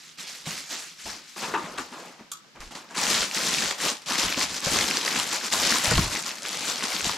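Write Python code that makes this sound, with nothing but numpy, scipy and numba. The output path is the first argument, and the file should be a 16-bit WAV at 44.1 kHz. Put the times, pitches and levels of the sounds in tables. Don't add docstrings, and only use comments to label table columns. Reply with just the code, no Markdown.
import sys
import numpy as np
from scipy import signal
from scipy.fft import rfft, irfft
from scipy.io import wavfile
from scipy.ndimage import map_coordinates
from numba import njit

SR = 44100
rng = np.random.default_rng(int(sys.argv[2]) if len(sys.argv) > 2 else 0)


def transcribe(u):
    v = np.clip(np.atleast_2d(u).T, -1, 1)
    q = np.round(v * 32767).astype(np.int16)
    wavfile.write(sys.argv[1], SR, q)


def voltage_ratio(level):
    return 10 ** (np.asarray(level, float) / 20)


N = 316197
T = np.arange(N) / SR
PORTS_S = 2.9e-5


def level(x, db):
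    return x * voltage_ratio(db) / np.sqrt(np.mean(x ** 2))


def band(x, low_hz, high_hz, order=2):
    return signal.sosfilt(signal.butter(order, [low_hz, high_hz], "bandpass", fs=SR, output="sos"), x)


def colour_db(table, hz):
    table_hz, table_db = np.transpose(table)
    return np.interp(np.log(hz), np.log(table_hz), table_db)


@njit
def ring(s, hz, t60, left, right, turn, rise):
    out = np.zeros((2, N))
    for k in range(len(s)):
        i, z, soft = int(s[k] * SR), 1. + 0j, 1.
        fade = np.log(1000.) / (t60[k] * SR)
        p, q = np.exp(2j * np.pi * hz[k] / SR - fade), np.exp(-rise * fade)
        w = np.exp(1j * turn[k])
        for j in range(i, min(N, i + int(t60[k] * SR))):
            z, soft = z * p, soft * q
            out[0, j] += left[k] * (1 - soft) * z.imag
            out[1, j] += right[k] * (1 - soft) * (z * w).imag
    return out


def strike(s, hz, t60, db, pan_db=0., lag_s=0., rise=8.5):
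    settings = np.broadcast_arrays(s, hz, t60, db, pan_db, lag_s)
    s, hz, t60, db, pan_db, lag_s = (a.astype(float).ravel() for a in settings)
    left, right = voltage_ratio(db + pan_db / 2), voltage_ratio(db - pan_db / 2)
    return ring(s, hz, np.maximum(t60, 1e-4), left, right, 2 * np.pi * hz * lag_s, rise)


def knocks(hits, modes, gain_db, pan_db, width, rattle_s):
    s, db, tilt_db = np.array(hits).T[:, :, None, None]
    hz, mode_db, t60 = np.transpose(modes)[:, :, None]
    pitch, lag, size = rng.standard_normal((len(hits), len(modes), 16, 3)).transpose(3, 0, 1, 2)
    ring_db = db + gain_db + mode_db + tilt_db * np.log2(hz / 1000) + 1.8 * size
    sound = strike(s + rattle_s * lag ** 2, hz * 2 ** (width * pitch), t60, ring_db, pan_db, rise=33.0)
    return band(sound, 220, 15000)


def strokes(s, swell_s, hold_s, db, fade_db_s):
    age = T[::64, None] - s
    swell = np.clip(age / swell_s, 0, 1)
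    gain = swell * voltage_ratio(db - fade_db_s * np.maximum(age - swell_s - hold_s, 0))
    return np.interp(T, T[::64], np.sqrt((gain ** 2).sum(1)))


def avalanches(scatter_db, fade_s, count):
    when, chance = rng.random((count, 2)).T
    kicks = np.zeros(N)
    kicks[(when * N).astype(int)] = voltage_ratio(-scatter_db * np.log(1 - .97 * chance))
    activity = signal.lfilter([1], [1, -np.exp(-1 / (fade_s * SR))], kicks)
    return activity / activity.mean()


def grains(colour, cycles, scatter_db, spread_db, patchy_db, activity, count):
    when, pitch, size, side, life = rng.random((count, 5)).T
    folds = map_coordinates(rng.standard_normal((200, 8)), [when * 199, pitch * 7], order=1)
    hz = colour[0][0] * (colour[-1][0] / colour[0][0]) ** pitch
    t60 = cycles * 10.0 ** (life - .5) / hz
    db = colour_db(colour, hz) + 10 * np.log10(hz / t60) - scatter_db * np.log(1 - .995 * size)
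    db = db + patchy_db * folds + 20 * np.log10(activity[(when * N).astype(int)])
    place = 2 * side - 1
    return strike(when * N / SR, hz, t60, db, spread_db * place, PORTS_S * place)


# pitch in Hz, level in dB per Hz.
AIR_COLOUR = [(30, -17), (100, -24), (150, 2.5), (230, -2), (700, -14), (1200, -7), (2500, -8.5),
              (5500, -10), (8500, -20), (15000, -23)]


def air():
    hz = np.maximum(np.fft.rfftfreq(N, 1 / SR), 1)
    mid, side = rfft(rng.standard_normal((2, N))) * voltage_ratio(colour_db(AIR_COLOUR, hz))
    side = side * np.minimum(hz / 290.0, .8)
    return level(irfft(np.array([mid + side, mid - side]), N), -55.5)


@njit
def echoes(x, lags, gain, damp):
    line, soft, out = np.zeros((8, 4096)), np.zeros(8), np.zeros((2, len(x)))
    for i in range(len(x)):
        total = 0.
        for k in range(8):
            soft[k] += (1 - damp) * (gain[k] * line[k, (i - lags[k]) & 4095] - soft[k])
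            total += soft[k]
            out[k % 2, i] += soft[k]
        for k in range(8):
            line[k, i & 4095] = x[i] + soft[k] - total / 4
    return out


def room(sound):
    t60_s, damp, room_db = 0.26, 0.47, -10
    lags = rng.integers(400, 2600, 8)
    tail = echoes(band(sound.mean(0), 530, 21000), lags, voltage_ratio(-60 * lags / SR / t60_s), damp)
    return voltage_ratio(room_db + np.array([[.8], [-.8]])) * tail


# start in seconds, hold in seconds, rumble level in dB.
TABLE_JOLTS = [(0.433, 0.12, -61), (1.032, 0.054, -51.5), (1.49, 0.03, -57), (1.69, 0.0, -55),
               (1.774, 0.0, -51), (2.178, 0.0, -66), (2.543, 0.12, -58), (3.053, 0.082, -53),
               (3.182, 0.0087, -49), (3.465, 0.072, -54), (3.616, 0.039, -50.5), (3.807, 0.03, -53),
               (4.102, 0.029, -55), (4.225, 0.0088, -41.5), (4.345, 0.16, -52), (4.634, 0.15, -43),
               (4.782, 0.0, -41), (5.151, 0.026, -51), (5.526, 0.097, -49), (5.72, 0.07, -51),
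               (5.866, 0.16, -30.5), (5.95, 0.035, -26.5), (6.06, 0.02, -44), (6.457, 0.2, -68),
               (6.907, 0.034, -55), (7.024, 0.039, -44.5)]


def table_rumble(hand):
    s, hold_s, db = np.transpose(TABLE_JOLTS)
    swell_s, fade_db_s, steady_db = 0.02, 238, -37
    jolts = np.hypot(strokes(s, swell_s, hold_s, db, fade_db_s), voltage_ratio(steady_db) * hand)
    rumble = rng.standard_normal(N) + 0.15 * rng.standard_normal((2, N))
    return jolts * level(band(rumble, 34, 118), -0.66)


# start in seconds, peak level in dB, pitch in Hz, decay time t60 in seconds.
BOX_THUDS = [(0.184, -44, 177, 0.12), (0.47, -22, 161, 0.12), (1.048, -39, 214, 0.3),
             (1.517, -34, 212, 0.24), (1.639, -29, 179, 0.12), (1.796, -32, 254, 0.17),
             (1.918, -33.5, 246, 0.12), (2.209, -33.5, 226, 0.072), (2.564, -54, 48.4, 0.12),
             (2.599, -35, 29.6, 0.12), (2.634, -35, 29.6, 0.12), (2.666, -38, 32.3, 0.13),
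             (4.228, -28, 317, 0.08), (4.375, -17.5, 257, 0.058), (4.376, -18, 576, 0.032),
             (4.668, -15, 165, 0.047), (4.671, -16, 564, 0.05), (5.878, -21.5, 119, 0.072),
             (5.916, -12, 165, 0.086), (5.932, -12, 131, 0.13), (5.974, -13, 62, 0.1),
             (5.922, -16, 905, 0.03), (5.978, -13.5, 683, 0.023), (5.981, -12, 1087, 0.042),
             (5.911, -13.5, 1460, 0.036), (5.916, -12.5, 472, 0.05), (5.99, -6.5, 144, 0.042),
             (5.979, -15, 311, 0.097), (5.72, -19, 227, 0.063), (5.16, -25.5, 427, 0.043),
             (6.148, -24, 245, 0.034), (6.15, -24, 950, 0.04), (7.085, -30, 710, 0.05),
             (7.069, -20.5, 197, 0.04)]


def thuds():
    s, db, hz, t60 = np.transpose(BOX_THUDS)
    low_mode = strike(s, hz, t60, db - 4.0, 0.43 * np.sin(7 * s), rise=8.1)
    upper_mode = strike(s, 1.3 * hz, 2.5 * t60, db - 16.5, .8, rise=6.7)
    slap = strike(s, 2.04 * hz, 0.5 * t60, db - 14.5, .8, rise=8.9)
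    return -low_mode - upper_mode - slap


# start in seconds, peak level in dB, brightness in dB per octave.
FLOOR_BOUNCES = [
    (1.362, -32.5, -1),
    (1.434, -26.5, 5),
    (1.538, -13.5, -1.5),
    (1.548, -17.5, 1),
    (1.575, -25, -2.5),
    (1.78, -20, 1.5),
    (1.925, -38, 2),
]
# pitch in Hz, level in dB, decay time t60 in seconds.
HOLLOW_MODES = [(367, -2.5, 0.12), (908, 2, 0.092), (1126, 0, 0.14), (1396, -4, 0.08), (1710, -3, 0.092),
                (2540, -3, 0.05), (3590, -14, 0.05), (5050, -19, 0.03)]


def hollow_drop():
    return knocks(FLOOR_BOUNCES, HOLLOW_MODES, -21.0, 3.8, 0.111, 0.0044)


# start in seconds, peak level in dB, brightness in dB per octave.
GLASS_TAPS = [
    (2.3165, -25.5, 0.7),
    (2.333, -34, 0),
]
# pitch in Hz, level in dB, decay time t60 in seconds.
GLASS_MODES = [(1264, -9.5, 0.069), (2580, -11, 0.041), (3790, -3.5, 0.045), (5370, -1, 0.038),
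               (6540, -3, .04), (7800, 2.5, 0.052), (8700, -3, 0.065), (11800, 1, 0.057), (14000, -9, .03)]


def glass_tick():
    ping = knocks(GLASS_TAPS, GLASS_MODES[1:], -19.0, -1.7, 0.19, 0.00068)
    chatter = knocks(GLASS_TAPS, GLASS_MODES[:1], -13.0, -1.5, 0.14, .005)
    return ping + chatter


# pitch in Hz, level in dB per Hz.
WALL_COLOUR = [(120, -16), (170, 2.5), (280, 4), (480, -0.5)]


def box_walls(bursts):
    flaps = grains(WALL_COLOUR, 8.6, 0.8, 1.6, 0.95, 0.7 + 0.23 * bursts, count=2400)
    return level(band(flaps, 140, 730, order=3), -0.25)


# pitch in Hz, level in dB per Hz.
FOAM_COLOUR = [(420, -4), (700, -5), (1050, -2.5), (1800, -10), (4000, -17)]


def foam_peanuts(bursts):
    tumble = grains(FOAM_COLOUR, 25.3, 0.42, 3.7, 2.2, 1.3 + 0.15 * bursts, count=13000)
    return level(band(tumble, 420, 3560), -1.28)


# pitch in Hz, level in dB per Hz.
FILM_COLOUR = [(1200, -9), (2200, -5), (3200, -6.5), (4500, -2.5), (6500, -5), (8000, -6.5), (10000, -11),
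               (12500, -11.5), (15000, -16)]


def plastic_film(bursts, crisp):
    rustle = grains(FILM_COLOUR, 17.0, 0.6, 1.5, 2.0, 0.99 + 0.13 * bursts, count=60000)
    ticks = grains(FILM_COLOUR[:6], 1.4, 0.44, 18.0, 0.77, .5 + 0.05 * bursts, count=2500)
    return band(level(rustle, -0.41) + crisp * level(ticks, -8.0), 960, 15700)


# start in seconds, peak level in dB, pitch in Hz.
LOUD_CREASES = [(.2078, -28, 4010), (.2855, -28, 4000), (.4573, -26, 2800), (.508, -21, 3490),
                (.5774, -23, 2800), (.7073, -24, 4720), (1.0558, -25, 5510), (1.361, -33, 2500),
                (1.4356, -24, 1660), (1.5389, -20, 1500), (1.5512, -21, 1380), (1.7791, -25, 2110),
                (1.785, -21, 5210), (2.3163, -19, 6800), (2.5603, -39, 1640), (2.605, -29, 3440),
                (2.6174, -30, 1850), (2.7225, -33, 1720), (2.7535, -24, 4500), (2.7613, -30, 5120),
                (2.8899, -37, 2840), (2.9097, -33, 4260),
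                (2.9471, -28, 1680), (2.9532, -22, 1720), (2.9725, -17, 5340), (2.9803, -14, 5680),
                   (3.0141, -11, 5860), (3.0373, -10, 6760), (3.0544, -11, 5900), (3.0678, -9, 4010),
                   (3.101, -10, 5340), (3.1436, -11, 4820), (3.2078, -14, 3010), (3.2195, -15, 2410),
                   (3.2286, -15, 2200), (3.2405, -12, 4950), (3.3123, -16, 2760), (3.3464, -16, 4690),
                   (3.374, -11, 2450), (3.3836, -14, 6800), (3.4308, -17, 7450), (3.4474, -14, 4570),
                   (3.4675, -14, 4090), (3.4868, -11, 8700), (3.5395, -13, 3750), (3.5474, -13, 4050),
                   (3.5843, -15, 2370), (3.6062, -13, 5210), (3.622, -15, 2070), (3.6406, -16, 5510),
                   (3.6574, -17, 2070), (3.7101, -13, 2630), (3.8028, -23, 2840), (3.8835, -14, 3570),
                   (3.8917, -13, 2670), (3.9007, -13, 4090), (3.9295, -20, 7020), (3.9532, -26, 4650),
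                   (3.969, -24, 3830), (4.0196, -32, 5900), (4.0607, -25, 4090), (4.1212, -14, 4390),
                   (4.1561, -12, 2070), (4.1819, -12, 5860), (4.1959, -11, 2930), (4.2504, -12, 4310),
                   (4.2838, -15, 1890), (4.3246, -12, 2670), (4.3446, -16, 1720), (4.394, -14, 6680),
                   (4.4045, -14, 5430), (4.4118, -12, 1850), (4.461, -20, 2240), (4.5438, -17, 4180),
                   (4.5597, -22, 6630), (4.5663, -20, 6240), (4.5956, -25, 6680),
                (4.6042, -21, 6930), (4.617, -21, 5770), (4.6486, -12, 5510), (4.7373, -10, 7360),
                   (4.7687, -11, 4310), (4.788, -10, 4180), (4.8106, -10, 2540), (4.8239, -14, 2200),
                   (4.8415, -14, 2580), (4.8867, -16, 4260), (4.9025, -14, 5170), (4.9105, -9, 2670),
                   (4.9708, -9, 2500), (5.0128, -15, 3010), (5.0499, -14, 6850), (5.0615, -13, 4050),
                   (5.0785, -12, 2630), (5.0881, -12, 8440), (5.1111, -17, 6240), (5.1605, -11, 1720),
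                   (5.1921, -14, 5510), (5.1988, -8, 4010), (5.2268, -17, 5730), (5.2341, -15, 5510),
                   (5.2411, -18, 3570), (5.2754, -14, 4870), (5.2909, -17, 5340), (5.3133, -18, 4260),
                   (5.3208, -16, 4090), (5.3287, -15, 7410), (5.3603, -17, 5640), (5.412, -21, 1810),
                   (5.4464, -17, 3360), (5.4593, -19, 3660), (5.4654, -19, 6550), (5.5033, -19, 5770),
                   (5.5247, -12, 1940), (5.5311, -10, 5210), (5.5371, -8, 3960), (5.5997, -11, 4740),
                   (5.6346, -11, 5170), (5.6721, -9, 5170), (5.7073, -13, 4180), (5.7172, -11, 5860),
                   (5.7231, -9, 1940), (5.7567, -14, 3790), (5.7845, -8, 4820), (5.845, -10, 6030),
                   (5.8561, -11, 3230), (5.8722, -12, 6720),
                (5.91, -5, 6850), (5.9215, -8, 4740), (5.9368, -10, 5210), (5.9547, -10, 4010),
                   (5.9785, -8, 2280), (6.0593, -18, 1940), (6.1513, -15, 1770), (6.1599, -17, 3010),
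                   (6.1921, -16, 7450), (6.2252, -17, 4910), (6.2374, -22, 3100), (6.2455, -21, 4260),
                   (6.2635, -17, 5940), (6.28, -21, 4390), (6.2917, -19, 3880), (6.308, -22, 2760),
                   (6.315, -18, 4090), (6.356, -25, 6160), (6.3828, -26, 2630), (6.3903, -28, 3920),
                   (6.4218, -20, 4090), (6.4321, -19, 6930), (6.452, -20, 1460), (6.4615, -17, 4010),
                   (6.4848, -15, 6760), (6.4917, -15, 5340), (6.5298, -17, 3230), (6.5718, -17, 5170),
                   (6.5872, -19, 4260), (6.5939, -18, 6460), (6.6081, -18, 6890), (6.6543, -16, 4780),
                   (6.6821, -15, 4480), (6.6996, -15, 5510), (6.7579, -18, 3360), (6.7931, -18, 4010),
                   (6.8079, -19, 1590), (6.8246, -17, 1380), (6.839, -12, 4740), (6.9648, -12, 3790),
                   (7.0072, -16, 2070), (7.0137, -17, 5040), (7.0282, -19, 5770), (7.0439, -11, 4090),
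                   (7.0656, -14, 4130), (7.0784, -16, 4010), (7.0948, -13, 1420), (7.115, -15, 5250),
                   (7.1217, -15, 4480), (7.1432, -22, 3360)]


def crease_snaps(octaves=0.91, cycles=6.4, spread_s=0.001586):
    s, db, hz = np.array(LOUD_CREASES).T
    lag, pitch, side = rng.random((len(s), 10, 3)).transpose(2, 0, 1)[..., None]
    ring_hz = np.clip(hz[:, None, None] * 2 ** (octaves * (2 * pitch - .7)), 900., 9500.)
    out, age = np.zeros((2, N + 512)), np.arange(512) / SR
    first = (s * SR).astype(int)[:, None]
    for channel, late_s in enumerate([0, PORTS_S * (2 * side[:, :1] - 1)]):
        turns = np.maximum(age - spread_s * lag ** 2 - late_s, 0) * ring_hz
        fade = voltage_ratio(-8.0 * lag - 60 * turns / cycles)
        crack = (fade * turns * np.sin(2 * np.pi * turns) * ring_hz ** 0.4).sum(1)
        crack *= (voltage_ratio(db - 1.0) / np.abs(crack).max(1))[:, None]
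        np.add.at(out[channel], first + np.arange(512), crack)
    return out[:, :N]


# start in seconds, swell in seconds, hold in seconds, film level in dB, low rustle over film in dB.
WRAPPER_STROKES = [(-0.047, 0.039, 0.089, -47, -19), (0.171, 0.023, 0, -36, -12),
                   (0.262, 0.015, 0.02, -38, -14), (0.33, 0.02, 0.07, -44, -14),
                   (0.452, 0.014, 0.055, -33.5, -9.5), (0.56, 0.02, 0, -37.5, -31),
                   (0.687, 0.033, 0.0059, -32, -9), (0.616, 0.018, 0.055, -44.5, -16),
                   (0.757, 0.012, 0.085, -40, -22), (0.972, 0.035, 0.12, -41.5, -21),
                   (1.055, 0.0047, 0.011, -36, -4), (1.085, 0.011, 0, -41, -14),
                   (1.184, 0.1, 0.09, -48, -28), (1.357, 0.02, 0.08, -35, -5.5),
                   (1.403, 0.028, 0.21, -45, 7), (1.644, 0.004, 0.094, -47, 5),
                   (1.773, 0.0069, 0.0, -35.5, -2.5), (1.907, 0.006, 0.16, -48, 4),
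                   (2.17, 0.027, 0.0, -59, 10.5), (2.433, 0.012, 0.015, -65.5, 6),
                   (2.55, 0.0026, 0.083, -62.5, 13.5), (2.601, 0.0036, 0, -43, -13),
                   (2.702, 0.01, 0.005, -45, -0.5), (2.747, 0.004, 0, -41.5, 0.5),
                   (2.885, 0.024, 0.0, -48.5, 4.5)]
# start in seconds, swell in seconds, hold in seconds, film level in dB.
DIGGING_STROKES = [(2.94, 0.036, 0.18, -27), (3.005, 0.031, 0.2, -27), (3.275, 0.076, 0.047, -31),
                   (3.324, 0.046, 0.14, -28), (3.447, 0.015, 0.037, -32), (3.523, 0.0066, 0.094, -27),
                   (3.6, 0.037, 0.068, -28.5), (3.767, 0.08, 0.037, -24.5), (4.011, 0.0063, 0.0056, -46.5),
                   (4.054, 0.042, 0.065, -27.5), (4.179, 0.004, 0.073, -25), (4.275, 0.0045, 0.053, -31.5),
                   (4.352, 0.034, 0.047, -26.5), (4.467, 0.038, 0.076, -34), (4.534, 0.01, 0.027, -37.5),
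                   (4.614, 0.029, 0.17, -26.5), (4.71, 0.0064, 0.14, -27.5), (4.859, 0.021, 0.1, -28),
                   (4.92, 0.14, 0.14, -29), (5.112, 0.014, 0.15, -32.5), (5.17, 0.0092, 0.011, -31),
                   (5.267, 0.072, 0.017, -26.5), (5.383, 0.064, 0.013, -29.5)]
# start in seconds, swell in seconds, hold in seconds, film level in dB.
LIFTING_STROKES = [(5.508, 0.016, 0.14, -25), (5.612, 0.01, 0.0034, -26.5), (5.689, 0.0068, 0.11, -25.5),
                   (5.831, 0.0099, 0.052, -24.5), (5.902, 0.006, 0.12, -27.5), (6.072, 0.061, 0, -28.5),
                   (6.133, 0.008, 0, -31.5), (6.235, 0.043, 0.0, -31), (6.325, 0.069, 0.0, -45.5),
                   (6.408, 0.043, 0.025, -33.5), (6.504, 0.022, 0.11, -33), (6.604, 0.086, 0.019, -28.5),
                   (6.74, 0.03, 0.06, -36), (6.822, 0.016, 0, -28), (6.874, 0.028, 0.051, -29),
                   (6.948, 0.01, 0.065, -36), (7.022, 0.041, 0.019, -27.5), (7.098, 0.0055, 0, -35)]
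# time in seconds, left minus right in dB.
HAND_PLACE = [(0.0, -1), (0.86, -0.5), (1.0, 1), (1.26, 1.5), (2.1, 1), (2.25, 2), (2.74, -0.5), (2.91, 1),
              (4.53, 1), (7.17, 1.5)]


def rummage():
    s, swell_s, hold_s, db, low_db = np.transpose(WRAPPER_STROKES)
    wrapper = strokes(s, swell_s, hold_s, db, fade_db_s=119.5)
    low = strokes(s, swell_s, hold_s, db + low_db, fade_db_s=119.5)
    digging = strokes(*np.transpose(DIGGING_STROKES), fade_db_s=225)
    lifting = strokes(*np.transpose(LIFTING_STROKES), fade_db_s=116)
    hand = np.sqrt(wrapper ** 2 + digging ** 2 + lifting ** 2)
    foam_over_film_db, walls_over_foam_db = -7, -6
    stirred = voltage_ratio(foam_over_film_db) * np.hypot(digging, lifting)
    foam_motion = np.hypot(low, stirred)
    pan_db = np.interp(T, *np.transpose(HAND_PLACE)) * np.array([[.5], [-.5]])

    crisp = np.where(T < DIGGING_STROKES[0][0], 0.7, 1)
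    bursts = 1 + crisp * (avalanches(scatter_db=3.0, fade_s=.005, count=900) - 1)
    bags = hand * voltage_ratio(1.8 * pan_db) * plastic_film(bursts, crisp) + voltage_ratio(pan_db) * crease_snaps()
    foam = foam_motion * voltage_ratio(0.68 * pan_db) * foam_peanuts(bursts)
    box = voltage_ratio(walls_over_foam_db) * foam_motion * box_walls(bursts)
    return bags + foam + box + table_rumble(hand)


def scene():
    tick = glass_tick()
    near = rummage() + hollow_drop() + tick
    return near + room(near + voltage_ratio(2.5) * tick) + thuds() + air()


# pitch in Hz, share of narrow bands left empty from 0 to 1.
TREBLE_GAPS = [(9000, 0), (10300, .13), (13500, .2), (15000, .45), (15800, .8)]


def starve(x):
    hz, s, bins = signal.stft(x, SR, nperseg=1024)
    luck = rng.random((len(hz) // 14 + 1, len(s) // 3 + 1))
    luck = luck.repeat(14, 0).repeat(3, 1)[:len(hz), :len(s)]
    empty = luck < np.interp(hz, *np.transpose(TREBLE_GAPS))[:, None]
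    return signal.istft(bins * np.where(empty, .006, 1), SR, nperseg=1024)[1][:, :N]


# pitch in Hz, gain in dB.
MIC_RESPONSE = [(30, -0.5), (7400, 0.5), (8300, -3), (12000, -4.5), (15000, -7.5)]


def microphone(x):
    hz = np.maximum(np.fft.rfftfreq(N, 1 / SR), 1)
    heard = irfft(rfft(x) * voltage_ratio(colour_db(MIC_RESPONSE, hz)), N)
    top = signal.ellip(10, .3, 80, 15800, fs=SR, output="sos")
    return signal.sosfilt(top, heard)


def band_limit(x):
    return signal.sosfilt(signal.butter(12, 16030, fs=SR, output="sos"), x)


def record(dry):
    return band_limit(starve(microphone(dry)))


dry = scene()
out = record(dry)
transcribe(out)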